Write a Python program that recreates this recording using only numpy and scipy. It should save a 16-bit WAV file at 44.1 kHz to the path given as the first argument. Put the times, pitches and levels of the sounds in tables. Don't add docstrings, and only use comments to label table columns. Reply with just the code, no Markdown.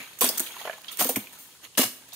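import sys
import numpy as np
from scipy import signal
from scipy.fft import rfft, irfft, next_fast_len
from scipy.io import wavfile

SR = 44100
rng = np.random.default_rng(int(sys.argv[2]) if len(sys.argv) > 2 else 0)


def unload_wav(signal):
    wavfile.write(
        sys.argv[1],
        SR,
        np.round(np.clip(np.atleast_2d(signal).T, -1, 1) * 32767).astype(np.int16),
    )


N = 94815


def undb(db):
    return 10 ** (np.asarray(db) / 20)


def unit(x):
    return x / np.sqrt(np.mean(x ** 2) + 1e-20)


def since(start):
    return np.maximum(np.arange(N) / SR - start, 0)


def colour(x, points):
    size = next_fast_len(N + 4096)
    hz, db = np.array(points).T
    f = np.maximum(np.abs(np.fft.fftfreq(size, 1 / SR)), 1)
    gain = undb(np.interp(np.log(f), np.log(hz), db))
    cepstrum = np.fft.ifft(np.log(gain)).real
    cepstrum[1:size // 2] *= 2
    cepstrum[size // 2 + 1:] = 0
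    return irfft(rfft(x, size) * np.exp(rfft(cepstrum, size)), size)[..., :N]


def butter(x, kind, hz, order=2):
    return signal.sosfilt(signal.butter(order, hz, kind, fs=SR, output="sos"), x)


def band(x, hz, q):
    return signal.lfilter(*signal.iirpeak(min(hz, SR / 3), max(q, .6), fs=SR), x)


def ring(x, hz, t60):
    pole = np.exp((2j * np.pi * hz - np.log(1000) / t60) / SR)
    return signal.lfilter([1], [1, -pole], x + 1e-18).imag


# frequency in Hz, side minus mid in dB.
SIDE_BY_FREQUENCY = [(50, 0), (170, -16.5), (400, -11.5), (800, -5.5), (1500, -2.5), (3000, -0.5),
                     (6000, 0.5), (9000, -10.5), (11000, -14.5), (15000, -11.5)]


def stereo(pair):
    mid, side = pair[0], colour(pair[1], SIDE_BY_FREQUENCY)
    return unit(np.array([mid + side, mid - side]))


RIGHT_DB = 1


def pan(db):
    return undb(np.array([[-db], [db]]) / 2)


def crackle(rate, spread_db):
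    struck = rng.random(N) < rate / SR
    size = struck * undb(spread_db * np.clip(rng.standard_normal(N), -2, 2))
    return unit(size * np.sign(rng.standard_normal((2, N))))


BURST_RISE_S = .0004


def burst(start, decay_s):
    age = since(start)
    return (1 - np.exp(-age / BURST_RISE_S)) * np.exp(-np.minimum(age / decay_s, 40))


def wander(seconds):
    return unit(signal.lfilter([1], [1, -np.exp(-1 / (seconds * SR))], rng.standard_normal(N)))


def splinters(lo_hz, hi_hz, rate, t60, spread_db, count):
    pitches = lo_hz + (hi_hz - lo_hz) * (np.arange(count) + rng.random(count)) / count
    return unit(sum(ring(crackle(rate, spread_db), hz, t60) for hz in pitches))


STALK_ECHO_S, STALK_ECHO_DB, STALK_MIRROR_HZ = .004, -2.5, 1500


def nearby(x, count=7):
    lags = (STALK_ECHO_S * SR * rng.uniform(.1, 1, count)).astype(int)
    signs = np.sign(rng.standard_normal(count))
    treble = butter(x, "high", STALK_MIRROR_HZ)
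    mirrored = sum(sign * np.roll(treble, lag, axis=-1) for sign, lag in zip(signs, lags))
    return unit(x + undb(STALK_ECHO_DB) / np.sqrt(count) * mirrored)


FOREST_DB = -56
# frequency in Hz, gain in dB.
FOREST_COLOUR = [(25, -17), (60, 0), (110, 7.5), (280, 5), (600, 0.5), (1500, -14), (3200, 0), (5500, -1),
                 (9600, 2.5), (15500, -32)]


def forest():
    return undb(FOREST_DB) * stereo(colour(rng.standard_normal((2, N)), FOREST_COLOUR))


RUSTLES_PER_S, RUSTLE_SPREAD_DB = 3600, -0.5
SCRAPE_DB, SCRAPE_Q, SCRAPE_SPREAD_DB, SCRAPE_S = -6, 4, 7, .012


def scrapes(lo_hz, hi_hz, count):
    grain = stereo(crackle(RUSTLES_PER_S, RUSTLE_SPREAD_DB))
    out = 0
    for hz in np.geomspace(lo_hz, hi_hz, count):
        leaf = unit(band(band(grain, hz, SCRAPE_Q), hz, SCRAPE_Q))
        out = out + leaf * undb(SCRAPE_SPREAD_DB * np.clip(wander(SCRAPE_S), -2, 2))
    return unit(out)


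CATCH_DB, CATCH_S = 2.2, .004
TICK_DB, TICKS_PER_S, TICK_SPREAD_DB, TICK_T60_S = -5, 14, 5, .025
# frequency in Hz, gain in dB.
FROND_COLOUR = [(60, 2), (250, 7.5), (800, 4), (1500, 3), (2200, 2.5), (3300, 5), (4500, -1), (5600, -9.5),
                (6700, 6), (7800, -11.5), (9500, 1), (15500, -1.5)]
# time in seconds, level in dB.
RUSTLE_LEVEL = [(0, -42), (.1, -47.5), (.17, -49.5), (.33, -40.5), (.46, -40.5), (.55, -43.5), (.63, -39),
                (.73, -45.5), (0.808, -54), (.87, -47), (.92, -44.5), (.96, -48), (1.2, -43.5), (1.29, -56),
                (1.336, -48.5), (1.411, -54), (1.52, -53.5), (1.61, -58.5), (1.65, -42), (1.69, -60),
                (1.74, -56.5), (2.07, -55), (2.15, -50.5)]


def fronds():
    at, db = np.array(RUSTLE_LEVEL).T
    brush = nearby(stereo(colour(crackle(RUSTLES_PER_S, RUSTLE_SPREAD_DB), FROND_COLOUR)))
    brush = brush * undb(CATCH_DB * wander(CATCH_S))
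    ribs = splinters(734, 4466, TICKS_PER_S, TICK_T60_S, TICK_SPREAD_DB, count=16)
    ticks = stereo(colour(ribs, FROND_COLOUR))
    leaves = brush + undb(TICK_DB) * ticks + undb(SCRAPE_DB) * scrapes(914, 3650, count=9)
    return unit(leaves) * undb(np.interp(since(0), at, db)) * pan(RIGHT_DB)


CRACK_Q, RIB_RING_DB, RIB_RING_Q, CLICK_DB = 2.5, -2, 14, 0.5
# start in seconds, level in dB, pitch in Hz,
# decay time constant in seconds, right minus left in dB.
RIB_CRACKS = [(.002, -38, 2310, 0.035, -1), (0.241, -26.5, 3430, 0.024, 3),
              (0.2424, -15.5, 8940, 0.0068, -2), (0.288, -20, 4950, 0.0078, -2),
              (0.3996, -32, 1500, 0.0019, 13), (0.4636, -34, 3260, 0.0052, 4),
              (0.4704, -32, 2870, 0.0047, 1), (0.528, -41.5, 3460, 0.0046, -1),
              (0.54, -45.5, 1420, 0.033, -5), (.593, -45, 3540, .007, 10), (0.6145, -38, 3220, 0.0072, 9),
              (0.6533, -37.5, 2860, .008, 9), (0.6752, -32, 1900, 0.0057, 7),
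              (0.6966, -29.5, 1610, 0.0059, 7), (0.73, -37, 2050, 0.0049, 8),
              (0.8455, -45.5, 2780, 0.0012, 35), (0.8823, -32.5, 3320, 0.015, 5.5),
              (0.926, -41.5, 3500, 0.014, 10), (1.009, -27, 3020, 0.0062, -1),
              (1.093, -30.5, 2870, .005, -8), (1.159, -25, 2400, 0.0085, 5),
              (1.2709, -37, 2470, 0.0032, -1), (1.6515, -37.5, 2530, 0.0042, 3),
              (1.752, -38, 2980, 0.0023, 5), (1.7734, -30, 2920, 0.0013, -22),
              (1.779, -19.5, 1700, 0.0035, -8), (2.122, -45.5, 3800, 0.067, 1)]


def cracks():
    grain = stereo(rng.standard_normal((2, N)))
    out = 0
    for start, db, hz, decay, right in RIB_CRACKS:
        broad = unit(band(band(grain, hz, CRACK_Q), hz, CRACK_Q / 2))
        narrow = unit(band(grain, hz, RIB_RING_Q))
        crumble = burst(start, decay) * unit(broad + undb(RIB_RING_DB) * narrow)
        click = band(band(signal.unit_impulse(N, int(start * SR)), hz, 0.8), hz, 2.2)
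        click = click / np.abs(click).max()
        out = out + undb(db) * pan(right) * (crumble + undb(CLICK_DB) * click)
    return out


STALK_LOWEST_HZ, CONTACT_S = 102, .0009
BLOW_RATTLE_DB, RATTLE_SHARE = -10.5, 0.73
# frequency in Hz, level in dB, t60 before smothering in seconds.
STALK_MODES = [(120, 13, 0.2), (211.4, 10.5, 0.37), (255.7, 12, 0.13), (330, -6, 0.12), (400, -4, 0.022),
               (491.3, 8, 0.073), (614, 0.5, 0.07), (652.6, 9, 0.056), (719.7, 4, 0.095), (847, 13, 0.02),
               (1032, 7, .07), (1108, 9, 0.029), (1366, 18.5, 0.014), (1723, 12, 0.17)]
# start in seconds, level in dB, centre of the ring in Hz,
# its spread in octaves, time constant in seconds in which the husk smothers it.
STALK_BLOWS = [(.002, -43, 292, 1.6, 0.021), (.216, -24.5, 524, 0.19, 0.024), (.221, -24, 1080, 0.18, .04),
               (.236, -24, 258, 0.12, 0.094), (.243, -27.5, 770, 0.59, 0.033),
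               (.294, -31.5, 520, 0.37, 0.057), (.297, -39, 242, 0.41, .06),
               (0.402, -30.5, 306.4, 0.12, 0.038), (.404, -39.5, 850, 0.58, 0.013),
               (.566, -42, 1110, 0.13, 0.023), (.6135, -41.5, 830, 0.15, 0.039),
               (.6525, -32.5, 666, 0.56, 0.027), (.6745, -31, 820, 0.63, 0.023),
               (.6965, -31, 604, 0.13, 0.022), (.731, -44, 790, 0.97, 0.052),
               (0.7805, -49, 920, 0.18, 0.015), (1.011, -24.5, 746, 0.16, 0.064),
               (1.012, -28.5, 1090, 0.32, 0.008), (1.017, -29.5, 219, 0.22, 0.05),
               (1.053, -25.5, 373, 0.4, 0.031), (1.093, -26.5, 700, 0.13, 0.006),
               (1.098, -28, 480, 0.091, 0.033), (1.100, -30, 272, 0.15, 0.088),
               (1.164, -35.5, 820, 0.58, 0.019), (1.1693, -19, 228, 0.49, 0.018),
               (1.17, -29, 133, .2, 0.019), (1.779, -26.5, 363, 0.24, 0.0087),
               (1.793, -16.5, 302, 0.18, 0.021), (1.794, -26, 562, 0.083, 0.025),
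               (1.805, -39, 360, 0.14, 0.029), (1.820, -45, 680, 0.14, 0.0081),
               (1.841, -36, 710, 0.074, 0.0067), (1.850, -28.5, 173, 0.61, 0.025),
               (2.128, -52.5, 800, 0.17, 0.044)]


def stalks():
    out, husk = 0, stereo(rng.standard_normal((2, N)))
    hz, mode_db, t60 = np.array(STALK_MODES).T[:, :, None]
    age = np.arange(SR // 5) / SR
    modes = undb(mode_db) * np.sin(2 * np.pi * hz * age) * np.exp(-np.log(1000) * age / t60)
    for start, db, centre, spread, smother in STALK_BLOWS:
        weight = np.exp(-.5 * (np.log2(hz / centre) / spread) ** 2)
        knock = (weight * modes).sum(axis=0)
        knock = knock * (1 - np.exp(-age / CONTACT_S)) * np.exp(-age / smother)
        knock = knock / np.sqrt(np.sum(knock ** 2) / (SR / 100))
        rattle = burst(start, RATTLE_SHARE * smother) * unit(band(band(husk, centre, 1.0), centre, 1.0))
        knock = np.pad(knock, (int(start * SR), N))[:N]
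        out = out + undb(db) * (knock + undb(BLOW_RATTLE_DB) * rattle)
    return butter(out, "high", STALK_LOWEST_HZ)


# frequency in Hz, gain in dB.
FIBRE_COLOUR = [(500, -4.5), (2500, -6.5), (5200, -5), (6500, 5), (7200, -0.5), (9200, 9), (11000, -0.5),
                (12300, 9), (15000, 5.5), (16000, 12)]
# start in seconds, level in dB, decay time constant in seconds, right minus left in dB.
BRIGHT_BURSTS = [(0.1874, -30, 0.013, 4.5), (0.2087, -8, 0.0012, 16), (0.2413, -26, 0.0027, -12),
                 (0.2443, -13, 0.0034, 6), (0.289, -12.5, 0.0059, 0), (0.3747, -23, 0.0064, -14),
                 (0.3802, -25, 0.0049, 30), (0.3961, -2.5, 0.001, -4), (0.4011, -8.5, 0.0035, 3.5),
                 (0.407, -32, 0.041, -6), (.817, -41.5, 0.0022, 24.5), (0.915, -32.5, 0.026, 2),
                 (0.9717, -24, 0.0018, 18.5), (0.992, -24.5, 0.0053, 4), (1.0455, -3, 0.00076, -6),
                 (1.0901, -15, 0.015, 3.5), (1.159, -16, 0.0095, 0), (1.325, -40.5, 0.026, -3),
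                 (1.387, -40.5, 0.082, -1.5), (1.779, -11.5, 0.0034, -4), (1.79, -4, 0.0013, -1),
                 (2.088, -41, 0.0024, 20), (2.131, -34.5, 0.018, 12.5)]


def snaps_and_swishes():
    grain = stereo(colour(rng.standard_normal((2, N)), FIBRE_COLOUR))
    out = 0
    for start, db, decay, right in BRIGHT_BURSTS:
        out = out + undb(db) * burst(start, decay) * pan(right) * nearby(grain)
    return out


FIBRES_PER_S, FIBRE_SPREAD_DB = 17000, -3
STRANDS_PER_S, STRAND_SPREAD_DB, STRAND_DB = 420, 5, -6.5
SPLINTERS_PER_S, SPLINTER_SPREAD_DB = 200, 7
SPLINTER_T60_S, SPLINTER_DB = 0.028, 10.5
JERK_DB, JERK_S, RELEASE_DB_PER_S = -1.94, 0.0075, 413
# frequency in Hz, gain in dB.
PULP_COLOUR = [(40, 6), (110, -65), (240, 7), (600, -2.5), (1400, -5), (2400, -3.5), (3600, -5), (5500, -7),
               (9000, -8.5), (16000, -7.5)]
# start in seconds, rise in seconds, length in seconds, sag in dB per second,
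# then the levels in dB of crisp fibres, wet pulp and blade ring.
MACHETE_CUTS = [(0.2085, 0.0045, 0.059, 31, -25, -27.5, -34), (0.978, 0.033, 0.3, 201, -21.5, -28.5, -33.5),
                (1.773, 0.0038, 0.069, 57, -24, -21, -46)]


def cuts():
    tearing = crackle(FIBRES_PER_S, FIBRE_SPREAD_DB)
    pulp = stereo(colour(crackle(FIBRES_PER_S / 2, FIBRE_SPREAD_DB), PULP_COLOUR))
    strands = stereo(colour(crackle(STRANDS_PER_S, STRAND_SPREAD_DB), FROND_COLOUR))
    jerks = undb(JERK_DB * wander(JERK_S))
    out, push = 0, stereo(tearing)
    for start, rise, length, sag, fibre_db, pulp_db, blade_db in MACHETE_CUTS:
        slivers = splinters(1284, 15500, SPLINTERS_PER_S, SPLINTER_T60_S, SPLINTER_SPREAD_DB, count=20)
        fibres = stereo(colour(tearing + undb(SPLINTER_DB) * slivers, FIBRE_COLOUR))
        fall_db = sag * since(start + rise) + RELEASE_DB_PER_S * since(start + length)
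        effort = jerks * np.minimum(since(start) / rise, 1) * undb(-fall_db)
        crisp = nearby(fibres) + undb(STRAND_DB) * strands
        out = out + effort * (undb(fibre_db) * crisp + undb(pulp_db) * nearby(pulp))
        out = out + undb(blade_db) * blade(effort * push)
    return out * pan(RIGHT_DB)


BLADE_DETUNE = .003
# frequency before detuning in Hz, level in dB, t60 in seconds.
BLADE_MODES = [(4700, -7, .04), (6650, -3, .03), (7600, -4, .04), (8730, 0, .08), (8850, -1, .04),
               (9110, -1, .04), (9480, -2, .05), (9730, -1, .05), (11750, 1, .03), (12350, -1, .03),
               (13300, -4, .04), (14060, -3, .06), (14640, -2, .06), (15385, -5, .08)]


def blade(push):
    hz, db, t60 = np.array(BLADE_MODES).T[:, :, None]
    hz = hz * (1 + BLADE_DETUNE * rng.standard_normal(hz.shape))
    age = np.arange(SR // 10) / SR
    evened = np.sqrt(np.log(1000) * 2 / (t60 * SR))
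    modes = undb(db) * evened * np.sin(2 * np.pi * hz * age) * np.exp(-np.log(1000) * age / t60)
    return signal.fftconvolve(push, modes.sum(axis=0)[None], axes=1)[:, :N]


ECHO_DB, ECHO_T60_S, ECHO_LOW_DB, ECHO_LOW_T60_S = -8, 0.4, -19, 0.71
ECHO_BUILD_S, ECHO_SPLIT_HZ = 0.0017, 1800


def echo(x):
    age = since(0)
    lows = butter(x, "low", ECHO_SPLIT_HZ)
    highs = butter(x, "high", ECHO_SPLIT_HZ)
    out = 0
    for part, db, t60 in ((lows, ECHO_LOW_DB, ECHO_LOW_T60_S), (highs, ECHO_DB, ECHO_T60_S)):
        envelope = np.exp(-np.log(1000) * age / t60) * (1 - np.exp(-age / ECHO_BUILD_S))
        tail = unit(stereo(rng.standard_normal((2, N))) * envelope) / np.sqrt(N)
        out = out + undb(db) * signal.fftconvolve(part.mean(axis=0)[None], tail, axes=1)[:, :N]
    return out * pan(RIGHT_DB)


LOW_CUT_HZ = 360


def scene():
    sources = fronds() + cracks() + stalks() + snaps_and_swishes() + cuts()
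    near = butter(sources, "high", LOW_CUT_HZ, order=1)
    return near + echo(near) + forest()


TOP_HZ = 15600


def record(dry):
    return signal.sosfilt(signal.ellip(10, .2, 75, TOP_HZ, fs=SR, output="sos"), dry)


dry = scene()
out = record(dry)
unload_wav(out)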